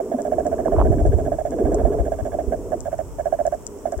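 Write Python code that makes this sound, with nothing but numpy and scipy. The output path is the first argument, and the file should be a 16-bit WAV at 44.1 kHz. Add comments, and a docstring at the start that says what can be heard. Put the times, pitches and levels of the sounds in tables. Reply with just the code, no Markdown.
"""Hollow knocks, very close, over sloshing water and a steady hiss, just under the sea surface.
The two microphones ride in a camera's waterproof housing. A small stepper motor in the lens, most
likely, twitches up to fifteen times a second, knocking the housing and rasping its gears.
Bubbles glug, air pockets plop and the water pushes on the microphones; shrimp snap near and far."""
import sys
import numpy as np
from scipy import signal
from scipy.fft import rfft, irfft
from scipy.io import wavfile

SR = 44100
rng = np.random.default_rng(int(sys.argv[2]) if len(sys.argv) > 2 else 0)


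def store_wav(level_fs):
    """Save 16-bit WAV to argv[1]."""
    pcm = np.round(np.clip(np.atleast_2d(level_fs), -1, 1) * 32767)
    wavfile.write(sys.argv[1], SR, pcm.T.astype(np.int16))


N = 176400

FIRST_TICK_S, TICKS_PER_S, RUN_S = .114, 14.985, .030  # the motor's clock and the length of one run
# Fast motor runs. Each row: start in seconds, levels of the starting and stopping jolts in dB.
FAST_RUNS = [(0.116, -12, -13), (0.185, -14.5, -20), (0.25, -13, -13.5), (0.783, -7, -11),
             (0.982, -34, -14), (1.051, -10, -23), (1.118, -25, -29), (1.184, -14.5, -19.5),
             (1.252, -36, -12), (1.318, -8, -20.5), (1.385, -11, -13.5), (1.451, -10.5, -24),
             (1.52, -19.5, -26), (1.584, -15.5, -19), (1.653, -12.5, -20), (1.717, -15, -11.5),
             (1.784, -24, -12.5), (1.851, -7.5, -18.5), (1.919, -19, -16), (1.985, -15.5, -18),
             (2.051, -32, -14), (2.118, -9.5, -25), (2.187, -16.5, -33), (2.252, -16, -19.5),
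             (2.319, -25, -12.5), (2.386, -9.5, -20), (2.855, -17.5, -13.5), (3.854, -8.5, -20.5),
             (3.922, -14.5, -24), (3.988, -28, -20)]
# Slow motor runs. Each row: start in seconds, levels of the first, second and third jolts in dB.
SLOW_RUNS = [(-0.016, -16, -6.5, -15), (0.3198, -8, -10, -18.5), (.3815, -7, -14, -12),
             (0.453, -13, -10.5, -12.5), (.515, -16, -10, -15.5), (0.5877, -12.5, -12, -20),
             (.656, -8, -15, -16), (0.7201, -11, -10.5, -11), (.8525, -13.5, -13.5, -19.5),
             (.9155, -17, -12, -17.5), (2.521, -11, -14, -13), (2.718, -14, -9, -12),
             (2.916, -28, -12.5, -15.5), (2.988, -12, -14, -19.5), (3.1838, -18, -12.5, -14.5),
             (3.2554, -10, -11, -17), (3.3241, -6, -9, -18), (3.3887, -11.5, -9, -11.5),
             (3.4514, -9, -12, -8.5), (3.523, -11, -13, -15.5)]


def amp(db):
    """Decibels to gain."""
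    return 10 ** (np.asarray(db) / 20)


def unit(x):
    """Scales to rms 1."""
    return x / np.sqrt(np.mean(x ** 2) + 1e-20)


def add(mix, s, sound):
    """Mixes a sound in at s seconds."""
    at = round(s * SR)
    part, sound = mix[:, max(at, 0):], sound[..., max(-at, 0):]
    part[:, :sound.shape[-1]] += sound[..., :part.shape[1]]


def fader(points):
    """A gain that glides through (seconds, dB) points."""
    return amp(np.interp(np.arange(N) / SR, *np.transpose(points)))


def noise(spectrum, likeness):
    """Stereo noise of rms 1 shaped by (Hz, dB) points; likeness is the power share common to both sides."""
    hz, db = np.transpose(spectrum)
    gain = amp(np.interp(np.log(np.fft.rfftfreq(N, 1 / SR) + 1), np.log(hz), db))
    white = rng.standard_normal((3, N))
    pair = np.sqrt(likeness) * white[2] + np.sqrt(1 - likeness) * white[:2]
    return unit(irfft(rfft(pair) * gain, N))


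def ring(hz, rise_s, phase=0):
    """A heavily damped resonance that swells to 1 in the rise time and dies away."""
    t = np.arange(0, 8 * rise_s, 1 / SR)
    envelope = (t / rise_s * np.exp(1 - t / rise_s)) ** 2
    return envelope * np.sin(2 * np.pi * hz * t + phase)


def nearest_tick(s):
    """The time of the motor's clock tick nearest to s seconds."""
    return FIRST_TICK_S + round((s - FIRST_TICK_S) * TICKS_PER_S) / TICKS_PER_S


def jolt(db, stretch=1):
    """The housing's hollow knock, heard from inside; a gentler push (stretch above 1) swells slower."""
    # Housing modes. Each row: pitch in Hz, left and right levels in dB, rise in seconds,
    # phase lead on the left in radians.
    modes = [(393.5, -27.5, -34, 0.0073, -0.4), (586.3, -10.5, -13.5, 0.0058, -0.82),
             (666, -19.5, -1, 0.0038, 0.39)]
    detune, turn = rng.standard_normal(2)
    out = np.zeros((2, SR // 10))
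    for k, (hz, left_db, right_db, rise_s, lead) in enumerate(modes):
        phases = np.pi * (turn + k) + np.array([[lead], [0]])
        mode = ring(hz * (1 + .0087 * detune), rise_s * stretch, phases)
        add(out, 0, amp([[db + left_db], [db + right_db]]) * mode)
    return out


def motor_knocks(fast_gap_s=.009, scatter_s=.00079, slow_gap_s=.0105):
    """Fast runs jolt the housing at each end and shiver between; slow runs jolt it three times."""
    out = np.zeros((2, N))
    for s, start_db, stop_db in FAST_RUNS:
        add(out, s, jolt(start_db))
        add(out, nearest_tick(s) + RUN_S, jolt(stop_db))
        for k in (1, 2):
            add(out, s + k * fast_gap_s + scatter_s * rng.standard_normal(), jolt(db=-18))
    for s, *jolts_db in SLOW_RUNS:
        for k, db in enumerate(jolts_db):
            add(out, s + k * slow_gap_s, jolt(db, stretch=1.22))
    return out


def motor_rasp(left_db=-52.5, right_db=-43.5):
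    """Right by the microphones the gears rasp through each run, with a thin whine set by its speed."""
    # Gear rasp. Each row: frequency in Hz, relative level in dB.
    spectrum = [(500, -3.5), (1150, -2), (1400, -6.5), (1650, 6.5), (1990, -17), (2130, -6), (2450, -21.5),
                (3100, -18), (4000, -49), (7300, -26.5)]
    fast_whine, slow_whine = [(3427, -66), (6867, -55)], [(6181, -57)]  # pitch in Hz, level in dB
    gate, whine = np.zeros((1, N)), np.zeros((2, N))
    window = signal.windows.tukey(round(RUN_S * SR), .15)
    t = np.arange(len(window)) / SR
    for runs, tones, boost_db in (FAST_RUNS, fast_whine, 0), (SLOW_RUNS, slow_whine, 2):
        for s, *_ in runs:
            add(gate, nearest_tick(s), amp(boost_db) * window)
            for hz, db in tones:
                tone = np.sin(2 * np.pi * (hz * t + rng.random()))
                add(whine, nearest_tick(s), amp(db) * window * tone)
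    return gate * amp([[left_db], [right_db]]) * noise(spectrum, likeness=.8) + whine


def gurgle(bubbles_per_s=110, attack_s=.0016, t60_s=.081):
    """Small pockets of air ring briefly, rising a little in pitch."""
    t, out = np.arange(0, .1, 1 / SR), np.zeros(N)
    envelope = (1 - np.exp(-t / attack_s)) * amp(-60 * t / t60_s)
    pitches = np.geomspace(230, 480, num=16)
    for hz in pitches:
        births = (rng.random(N) < bubbles_per_s / len(pitches) / SR) * rng.uniform(.22, 1, N)
        bubble = envelope * np.sin(2 * np.pi * hz * t * (1 + 2.17 * t))
        out += signal.oaconvolve(births, bubble)[:N]
    return unit(out)


def slosh():
    """Water sloshes and gurgles around the housing, reaching both microphones almost alike."""
    # Tone of the slosh. Each row: frequency in Hz, relative level in dB.
    spectrum = [(80, -33), (170, -9), (270, 4.5), (330, -2.5), (420, 11), (510, -4), (650, -1), (800, -16),
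                (1400, -40.5), (3200, -56), (4500, -77)]
    # Its swells. Each row: time in seconds, level in dB.
    swells = [(.35, -31), (.68, -26.5), (.84, -22.5), (1.06, -27.5), (1.35, -31), (1.42, -48), (1.5, -31),
              (1.66, -25), (2, -28), (2.15, -38), (2.52, -32), (2.76, -32.5), (2.86, -44), (3.65, -44.5),
              (3.76, -40.5)]
    water = noise(spectrum, likeness=1) + amp(-2) * gurgle()
    return fader(swells) * water * amp([[-.7], [.7]])


def flow_rumble():
    """Flow rumbles on each microphone, largely separately."""
    # Tone of the rumble. Each row: frequency in Hz, relative level in dB.
    spectrum = [(15, -33.5), (38, 3.5), (60, 5.5), (115, -4), (170, -8.5), (550, -73)]
    # Surges of the flow. Each row: time in seconds, level in dB.
    surges = [(.2, -53), (.35, -40), (.68, -39.5), (.78, -24), (.95, -24), (1.26, -30.5), (1.4, -40.5),
              (1.6, -41), (1.68, -28), (2.26, -39.5), (3.1, -40.5), (3.85, -49.5)]
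    return amp(5) * fader(surges) * noise(spectrum, likeness=.31)


def hiss(db=-45.5):
    """A steady, wide hiss lies behind everything."""
    # Tone of the hiss. Each row: frequency in Hz, relative level in dB.
    spectrum = [(160, 13.5), (620, 17), (1100, -3), (3200, -9), (4050, -17.5), (4800, -13), (5600, -1.5),
                (6400, -3.5), (7400, 1.5), (8400, 0.5), (9300, -8), (16000, -8.5)]
    return amp(db) * noise(spectrum, likeness=.017)


def glugs(rise_cycles=3.06):
    """Large bubbles ring low, dead centre."""
    # Each row: start in seconds, level in dB, pitch in Hz.
    bubbles = [(0.139, -17.5, 251), (1.046, -17, 335), (1.61, -13, 370), (1.676, -18.5, 313),
               (1.735, -16.5, 389), (1.764, -17.5, 428), (1.9, -18.5, 410)]
    out = np.zeros((2, N))
    for s, db, hz in bubbles:
        add(out, s, amp(db) * ring(hz, rise_cycles / hz))
    return out


def shrimp(far_per_s=45, far_db=-48.5):
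    """A few near snaps off to the left and many far ones on both sides ping the housing."""
    # Near snaps. Each row: start in seconds, level in dB.
    snaps = [(0.219, -30), (0.4667, -29.5), (1.0635, -38), (1.5074, -33), (1.7447, -23.5), (2.1196, -38),
             (2.8054, -24.5), (2.983, -39), (3.4661, -26), (3.6668, -18), (3.9214, -29.5), (3.978, -34)]
    # Ring of a snap. Each row: pitch in Hz, level in dB, rise in seconds.
    modes = [(5605, -10.5, 0.00091), (7430, 4, 0.00032), (11000, -17.5, 0.000049)]
    # The direct sound and two echoes. Each row: delay in seconds, gain in dB.
    paths = [(0, -2), (.0019, -14), (.0083, -14.5)]
    clicks, ping, out = np.zeros((2, N)), np.zeros((1, SR // 50)), np.zeros((2, N))
    for s, db in snaps:
        add(clicks, s, amp([[db + 5], [db - 4.5]]))
    far_clicks = rng.random((2, N)) < far_per_s / SR
    spread_db = 3.65 * np.minimum(rng.exponential(1, (2, N)), 3)
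    clicks += far_clicks * amp(far_db + spread_db)
    for hz, db, rise_s in modes:
        add(ping, 0, amp(db) * ring(hz, rise_s))
    pings = signal.oaconvolve(clicks, ping, axes=1)[:, :N]
    for delay_s, db in paths:
        add(out, delay_s, amp(db) * pings)
    return out


def spatter():
    """Fine spatter comes and goes, a little right of centre."""
    # Tone of the spatter. Each row: frequency in Hz, relative level in dB.
    spectrum = [(600, -19), (900, 6.5), (1150, 0), (2000, -19), (4500, -40.5)]
    # Its flurries. Each row: time in seconds, level in dB.
    flurries = [(.62, -52), (.74, -44.5), (.8, -35.5), (.86, -52.5), (1.5, -55.5), (1.8, -44), (2.1, -54)]
    return fader(flurries) * noise(spectrum, likeness=.86) * amp([[-3], [2]])


def plops(rise_s=.0012, tick_hz=3080):
    """Air pockets burst at the housing, toward the right, each with a faint, sharp tick."""
    # Each row: start in seconds, level on the right in dB, pitch in Hz.
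    bursts = [(0.681, -17, 950), (.765, -18, 1020), (0.783, -20, 970), (0.793, -20, 1090), (.801, -8, 820),
              (0.8136, -11, 1050), (0.823, -13.5, 856)]
    out = np.zeros((2, N))
    for s, db, hz in bursts:
        add(out, s, amp([[db - 6.5], [db]]) * ring(hz, rise_s))
        add(out, s, amp(db - 35) * ring(tick_hz, rise_s / 2))
    return out


def thumps(rise_cycles=.705, far_side_db=-23.5):
    """Water pushes on one microphone with a deep thump that barely reaches the other."""
    # Each row: time of the peak in seconds, level in dB, pitch in Hz, side pushed.
    pushes = [(0.791, -9.5, 54, "left"), (0.845, -8.5, 70, "left"), (.889, -7.5, 77, "left"),
              (.907, -3, 92, "right"), (.943, -10, 75, "right"), (1.027, -7.5, 70, "left"),
              (1.073, -3.5, 66, "left"), (1.095, -4, 86, "left"), (1.149, -4, 65, "right"),
              (1.648, -11.5, 65, "right"), (1.848, -4, 49, "right"), (2.008, -7.5, 57, "left"),
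              (2.228, -15.5, 86, "left"), (2.485, -11, 52.6, "right"), (3.977, -16, 59.6, "left")]
    out = np.zeros((2, N))
    for s, db, hz, side in pushes:
        rise_s = rise_cycles / hz
        near_far = amp([[db], [db + far_side_db]])
        gains = near_far if side == "left" else near_far[::-1]
        add(out, s - rise_s, gains * ring(hz, rise_s))
    return out


def scene():
    """Motor, water, shrimp and hiss, all heard from the housing."""
    motor = motor_knocks() + motor_rasp()
    water = slosh() + flow_rumble() + glugs() + spatter() + plops() + thumps()
    return motor + water + shrimp() + hiss()


def record(dry):
    """Sound reaches the left microphone slightly later; the ends fade and the top treble is cut."""
    lag_s, fade_s, cutoff_hz = 6.8e-5, .004, 16200
    mics = np.array([np.roll(dry[0], round(lag_s * SR)), dry[1]])
    fades = signal.windows.tukey(N, 2 * fade_s * SR / N)
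    lowpass = signal.firwin(511, cutoff_hz, window=("kaiser", 9), fs=SR)
    return signal.oaconvolve(mics * fades, lowpass[None], "same")


dry = scene()
out = record(dry)
store_wav(out)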